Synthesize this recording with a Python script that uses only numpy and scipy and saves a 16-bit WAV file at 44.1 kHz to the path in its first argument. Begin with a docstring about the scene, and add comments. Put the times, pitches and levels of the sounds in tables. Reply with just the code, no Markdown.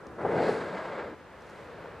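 """Calm open sea, a close microphone pair on a small boat, a whale surfacing nearby.
Water washes along the hull over a low rumble of wind. At 0.2 s the whale blows once: air bursts
through the wet blowhole, hollow and sputtering, and the spray hisses. A thinner stream of air
follows, moaning in the airway, and shuts off near 1.15 s. Then drops tick on the water, foam
fizzes on a small wave, and the sea laps at the hull."""
import sys
import numpy as np
from scipy import signal
from scipy.fft import rfft, irfft
from scipy.io import wavfile
from scipy.ndimage import uniform_filter1d

SR = 44100
rng = np.random.default_rng(int(sys.argv[2]) if len(sys.argv) > 2 else 0)


def to_wav(sig):
    """Store sig (one row per channel, or 1-D mono) as 16-bit WAV at the path in sys.argv[1].

    Samples outside -1..1 are clipped; the rate is SR.
    """
    pcm = np.clip(np.atleast_2d(sig), -1, 1) * 32767
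    pcm = np.round(pcm).astype(np.int16)
    wavfile.write(sys.argv[1], SR, pcm.T)  # frames by channels


N = 88200
TIME, FREQS = np.arange(N) / SR, np.fft.rfftfreq(N, 1 / SR)

# the blow, near the boat: force of the burst, hiss of the jet, finer mist (t/s, level/dB)
BURST_LEVEL = [(.175, -47), (.195, -46.5), (.235, -36.5), (.29, -29.5), (.35, -29), (.415, -25.5),
               (.465, -28.5), (.495, -24.5), (.515, -30.5), (.60, -36.5), (.68, -52), (.9, -58),
               (1.14, -59)]
JET_LEVEL = [(.18, -92), (.28, -72), (.32, -58), (.44, -41.5), (.465, -44.5), (.492, -41.5), (.525, -46.5),
             (.57, -48), (.68, -53), (.9, -58), (1.1, -69), (1.15, -80)]
MIST_LEVEL = [(.16, -78), (.22, -72), (.32, -68.5), (.44, -66.5), (.52, -58.5), (.58, -65.5), (.7, -71),
              (.9, -73.5), (1.1, -84)]
# spectra of its air and spray (f/Hz, relative level/dB)
BURST_SPECTRUM = [(15, -56), (35, -50), (70, -19), (130, -11), (200, -7.5), (290, -7.5), (420, 1),
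                  (560, -2.5), (780, -9.5), (1100, -22), (1600, -18.5), (2100, -26), (2800, -33),
                  (6000, -55), (15000, -77)]
STREAM_SPECTRUM = [(15, -50), (40, -21), (120, -11.5), (190, -2.5), (290, -6), (420, -0.5), (600, 0.5),
                   (800, -9.5), (1300, -5), (2100, -14.5), (2800, -22), (3800, -26), (5000, -33),
                   (6000, -42), (7700, -38.5), (10000, -68), (15000, -64)]
JET_SPECTRUM = [(100, -32), (500, 8), (2000, 5.5), (3000, -6.5), (4500, -0.5), (5300, -9), (6100, -18),
                (7500, -13), (9800, -25), (11500, -34), (15000, -45)]
MIST_SPECTRUM = [(100, -48), (4000, 0), (6000, 2), (7500, 0.5), (9800, -0.5), (11500, -14), (15000, -30)]
# airway resonances (f as the blowhole parts/Hz, f wide open/Hz, width/Hz, lift/dB)
AIRWAY_RESONANCES = [(620, 470, 360, 3), (786, 912, 170, 6.5), (1300, 1613, 87, 6.5), (1950, 2060, 133, 6)]
# water flapping in the blowhole (t/s, relative level/dB, decay/s, f/Hz)
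SPUTTER_EVENTS = [(0.2455, -24.8, .017, 570), (.484, -29, 0.017, 540)]
# moans of the airway after the burst and as it closes (t/s, length/s, level/dB, f/Hz, width/Hz)
MOAN_EVENTS = [(0.596, 0.18, -46, 194, 80), (0.715, 0.186, -45.5, 597, 230), (0.91, 0.164, -42, 464, 149),
               (1.056, 0.1, -43.5, 340, 253)]

# wash all around the boat, and the extra gain on its treble (t/s, level/dB)
WASH_LEVEL = [(0, -48), (.12, -47.5), (.3, -49), (1.15, -51.5), (1.25, -51.5), (1.36, -49), (1.5, -48.5),
              (1.58, -46.5), (1.72, -47), (1.84, -45.5), (2, -47)]
WASH_TREBLE_GAIN = [(.1, -5.5), (1.2, 1.5), (1.35, 1), (1.55, 1.5), (2, 0.5)]
# water running along the hull (t/s, length/s, level/dB, f/Hz, width/Hz)
SLOSH_EVENTS = [(0.015, 0.23, -49, 260, 337), (1.507, 0.53, -52.5, 511, 114)]
# laps against the hull (t/s, level/dB, length/s, f/Hz)
LAP_EVENTS = [(1.842, -42, 0.027, 477), (1.858, -40, 0.014, 940)]
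# drops landing on the water (t/s, level/dB)
DRIP_EVENTS = [(0.069, -57), (1.4082, -63), (1.421, -56.5), (1.4685, -58.5), (1.4947, -58), (1.4988, -59),
               (1.507, -60)]
# spectra of the water, the wind and the microphones' own hiss (f/Hz, relative level/dB)
WASH_SPECTRUM = [(15, -50), (35, -14.5), (60, -6.5), (170, -1), (280, -6.5), (400, -1), (500, 0),
                 (680, -5.5), (950, -5), (1250, -6), (1700, -8), (2300, -15.5), (3200, -23.5), (4600, -30),
                 (6000, -39.5), (8500, -42), (11500, -51), (15000, -54)]
FOAM_SPECTRUM = [(1000, -18), (3500, 3.5), (7500, -2.5), (10000, -8), (12000, -16), (15000, -32)]
DRIP_SPECTRUM = [(1500, -25), (4000, -8), (5300, 6), (7500, -5), (10000, -10), (14000, -28)]
WIND_SPECTRUM = [(10, -30), (25, -19), (40, -12.5), (75, 4.5), (130, -7), (250, -7.5), (600, -10),
                 (3000, -40.5)]
MIC_HISS_SPECTRUM = [(20, -11), (100, 24.5), (2000, 6.5), (6000, 0.5), (11000, -11.5), (14000, -16),
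                     (15500, -10)]

# balance of the microphone pair (f/Hz, left minus right level/dB)
MIC_BALANCE = [(80, -1), (200, -0.2), (310, 1.5), (440, 2), (670, 2), (900, 1), (1500, -0.9), (2700, 1),
               (3600, -3), (4800, -1), (6500, 0), (12000, 0.5)]
# phase lead of the left microphone (f/Hz, phase/rad)
MIC_LEAD = [(60, 0.059), (230, -0.19), (450, -0.12), (750, 0.08), (2000, 0.29), (2900, 0.06), (3250, .25),
            (3900, -0.02), (5500, -0.21), (7000, 0)]
# side signal, the sound the two microphones do not share (f/Hz, relative level/dB)
BLOW_SIDE_GAIN = [(40, -22), (150, -28), (500, -27), (1200, -30), (2200, -44), (3200, -30), (6000, -20),
                  (7500, -41), (12000, -32)]
SEA_SIDE_GAIN = [(40, -23), (120, -28), (280, -10), (500, -17.5), (700, -12), (1900, -24), (3200, -12),
                 (6000, -18), (12000, 0)]


def blow():
    """The rushing air and spray of the whale's breath, from one spot near the boat."""
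    return burst() + stream() + spray()


def burst(rise_s=0.016):
    """Air breaks through the wet blowhole and roars in the airway."""
    gate = np.clip((TIME - BURST_LEVEL[0][0]) / rise_s, 0, 1)
    turbulence = flutter(slow_hz=35, fast_hz=220, depth_db=0.8)
    return gate * level(BURST_LEVEL) * steady(airway(noise(BURST_SPECTRUM))) * turbulence


def stream(start_s=0.1783, open_s=0.38, ease_s=1.022, end_s=1.156):
    """An even flow of air brightens as the blowhole opens, dulls as pressure eases, and is shut off."""
    air = steady(airway(noise(STREAM_SPECTRUM))) * flutter(slow_hz=2.1, fast_hz=69.4, depth_db=1.23)
    low = signal.sosfiltfilt(lowpass(2, hz=1670), air)
    until_open = np.clip(open_s - TIME, 0, None)
    since_ease = np.clip(TIME - ease_s, 0, None)
    treble_gain = amp(-62 * until_open - 13 * since_ease)  # slopes in dB/s
    gain = amp(-35.5 - 2.5 * (TIME - start_s) - 81 * since_ease)  # slow sag, then a fast fade
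    gate = held(start_s, end_s - start_s, rise_s=0.016, fall_s=0.021)
    return gate * gain * (low + (air - low) * treble_gain)


def airway(air, widen_at_s=0.26, widen_for_s=0.1, waver_hz=18):
    """The soft airway colours the air: its resonances waver, and glide as the blowhole widens."""
    opening = np.clip((TIME - widen_at_s) / widen_for_s, 0, 1)
    out = air
    for parted_hz, open_hz, width_hz, lift_db in AIRWAY_RESONANCES:
        waver = unit(ring(rng.standard_normal(N), waver_hz, 2 * waver_hz))
        hz = (parted_hz + (open_hz - parted_hz) * opening) * (1 + 0.015 * waver)
        out = out + (amp(lift_db) - 1) * gliding_ring(air, hz, width_hz)
    return unit(out)


def spray():
    """The jet hisses at the height of the burst; fine mist follows a moment later."""
    hiss = level(JET_LEVEL) * noise(JET_SPECTRUM) + level(MIST_LEVEL) * noise(MIST_SPECTRUM)
    return hiss * flutter(slow_hz=30, fast_hz=397, depth_db=-0.1)


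def push():
    """The first mass of air reaches the microphones as a soft, deep whump."""
    gate = held(start_s=0.188, length_s=0.26, rise_s=0.057, fall_s=0.057)
    return amp(-40.5) * gate * hollow(hz=151, width_hz=97)


def sputters(flap_hz=270.2, width_hz=250, rise_s=0.003):
    """Water flaps in the jet: short runs of uneven pulses in a hollow resonance."""
    out = np.zeros(N)
    for start, db, decay, hz in SPUTTER_EVENTS:
        t = TIME[:round(2 * decay * SR)]
        jitter = unit(uniform_filter1d(rng.standard_normal(N), size=150))[:len(t)]
        cycles = np.cumsum(flap_hz * (1 + 0.263 * jitter)) / SR
        pulses = np.diff(np.floor(cycles), prepend=-1) + 0.036 * rng.standard_normal(N)[:len(t)]
        force = (1 - 0.5 * np.exp(-t / rise_s)) * np.exp(-(t / decay) ** 2)
        flap = ring(ring(pulses * force, hz, width_hz), hz, 2 * width_hz)
        add(out, start, amp(db) * unit(flap) / np.sqrt(2))
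    return signal.sosfilt(lowpass(2, hz=1530), out)


def moans():
    """The airway resounds hollowly as the flow slackens."""
    out = np.zeros(N)
    for start, length, db, hz, width_hz in MOAN_EVENTS:
        gate = held(start, length, rise_s=0.014, fall_s=0.024)
        out += amp(db) * gate * steady(hollow(hz, width_hz))
    return out


def laps():
    """Small waves gulp against the hull, close by: a quick swell and a slower fall."""
    out = np.zeros(N)
    for start, db, length, hz in LAP_EVENTS:
        gulp = unit(signal.sosfilt(lowpass(2, hz=2000), hollow(hz, 0.6 * hz)))
        progress = np.clip((TIME - start) / length, 0, 1)
        out += amp(db) * gulp * np.sin(np.pi * progress ** 0.38) ** 2
    return out


def sloshes():
    """Water runs along the hull, which booms faintly with it."""
    out = np.zeros(N)
    for start, length, db, hz, width_hz in SLOSH_EVENTS:
        water = hollow(hz, width_hz)
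        hull = amp(-14) * hollow(hz=154, width_hz=110)
        out += amp(db) * held(start, length, rise_s=0.028, fall_s=0.028) * (water + hull)
    return out


def drips(tick_decay_s=0.0007, splash_decay_s=0.005):
    """Drops tick sharply on the water by the boat, each with a tiny splash."""
    drop = np.exp(-TIME / tick_decay_s) + amp(-12) * np.exp(-TIME / splash_decay_s)
    envelope = np.zeros(N)
    for start, db in DRIP_EVENTS:
        add(envelope, start, amp(db) * drop)
    return envelope * noise(DRIP_SPECTRUM)


def sea():
    """The open-water ambience on all sides of the microphones."""
    return wash() + wind() + foam()


def wash():
    """Water washes around the boat: dull, brightening during the blow, then swelling on a small wave."""
    water = level(WASH_LEVEL) * noise(WASH_SPECTRUM) * flutter(slow_hz=34, fast_hz=150, depth_db=-0.1)
    low = signal.sosfiltfilt(lowpass(3, hz=1930), water)
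    return low + (water - low) * level(WASH_TREBLE_GAIN)


def wind():
    """Wind rumbles low and unevenly under everything."""
    return amp(-61.5) * noise(WIND_SPECTRUM) * flutter(slow_hz=3, fast_hz=21, depth_db=2.5)


def foam(peak_s=1.56, width_s=0.13):
    """A patch of foam fizzes faintly on the small wave."""
    swell = amp(-69.5) * np.exp(-((TIME - peak_s) / width_s) ** 2 / 2)
    return swell * noise(FOAM_SPECTRUM) * flutter(slow_hz=40, fast_hz=700, depth_db=2.5)


def amp(db):
    """Decibels to gain."""
    return 10 ** (np.asarray(db) / 20)


def unit(x):
    """Scales to an rms of one."""
    return x / np.sqrt(np.mean(x ** 2) + 1e-20)


def over_freqs(points):
    """Spreads a curve over FREQS on a log-frequency axis."""
    hz, value = np.transpose(points)
    return np.interp(np.log(FREQS + 1), np.log(hz + 1), value)


def level(points):
    """Gain over time from a level curve."""
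    times, db = np.transpose(points)
    return amp(np.interp(TIME, times, db))


def held(start_s, length_s, rise_s, fall_s):
    """Attack, hold and release."""
    return np.clip((TIME - start_s) / rise_s, 0, 1) * np.clip((start_s + length_s - TIME) / fall_s, 0, 1)


def add(mix, start_s, sound):
    """Mixes a sound in at a time."""
    part = mix[max(round(start_s * SR), 0):][:len(sound)]
    part += sound[:len(part)]


def random_phase(magnitudes):
    """Noise with these magnitudes over FREQS, at an rms of one."""
    return unit(irfft(magnitudes * np.exp(2j * np.pi * rng.random(len(FREQS))), N))


def noise(spectrum):
    """Noise coloured by a spectrum table."""
    return random_phase(amp(over_freqs(spectrum)))


def flutter(slow_hz, fast_hz, depth_db):
    """Random swings of gain between two rates."""
    above_slow = (FREQS / slow_hz) ** 2 / (1 + (FREQS / slow_hz) ** 2)
    band = above_slow / (1 + (FREQS / fast_hz) ** 2) ** 2
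    return unit(amp(depth_db * random_phase(band)))


def steady(x):
    """Evens out the chance swells of a noise, as in a flow under firm pressure."""
    power = uniform_filter1d(uniform_filter1d(x ** 2, size=600), size=600)
    return unit(x / (abs(power) + 1e-9) ** 0.4)


def lowpass(order, hz):
    """Filter sections for a treble cut."""
    return signal.butter(order, hz, fs=SR, output="sos")


def ring(x, hz, width_hz):
    """One broad resonance."""
    b, a = signal.iirpeak(hz, hz / width_hz, fs=SR)
    return signal.lfilter(b, a, x)


def gliding_ring(x, hz, width_hz):
    """A resonance of gain one that follows a frequency curve."""
    carrier = np.exp(2j * np.pi * np.cumsum(hz) / SR)
    pole = np.exp(-np.pi * width_hz / SR)
    return 2 * (carrier * signal.lfilter([1 - pole], [1, -pole], x / carrier)).real


def hollow(hz, width_hz):
    """Noise in one steep-sided resonance, made of two wider ones in series."""
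    once = ring(rng.standard_normal(N), hz, 1.37 * width_hz)
    return unit(ring(once, hz, 1.37 * width_hz))


def scene():
    """At the microphone pair the blow arrives nearly alike, the sea more diffuse."""
    mid = rfft(blow() + push() + sputters() + moans() + sea() + sloshes() + laps() + drips())
    # fresh noise from the same sources gives the stereo width
    side = rfft(blow()) * amp(over_freqs(BLOW_SIDE_GAIN))
    side += rfft(sea() + sloshes()) * amp(over_freqs(SEA_SIDE_GAIN))
    lean_left = amp(over_freqs(MIC_BALANCE) / 2) * np.exp(0.5j * over_freqs(MIC_LEAD))
    return irfft(np.array([(mid + side) * lean_left, (mid - side) / lean_left]), N)


def record(dry, low_cut_hz=32, top_hz=15300):
    """Faint hiss from each microphone, a low cut, then the band limit."""
    hiss = amp(-63) * np.array([noise(MIC_HISS_SPECTRUM), noise(MIC_HISS_SPECTRUM)])
    low_cut = signal.butter(3, low_cut_hz, "high", fs=SR, output="sos")
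    band_limit = signal.firwin(301, top_hz, window=("kaiser", 9), fs=SR)
    return signal.oaconvolve(signal.sosfilt(low_cut, dry + hiss), band_limit[None], "same")


dry = scene()
out = record(dry)
to_wav(out)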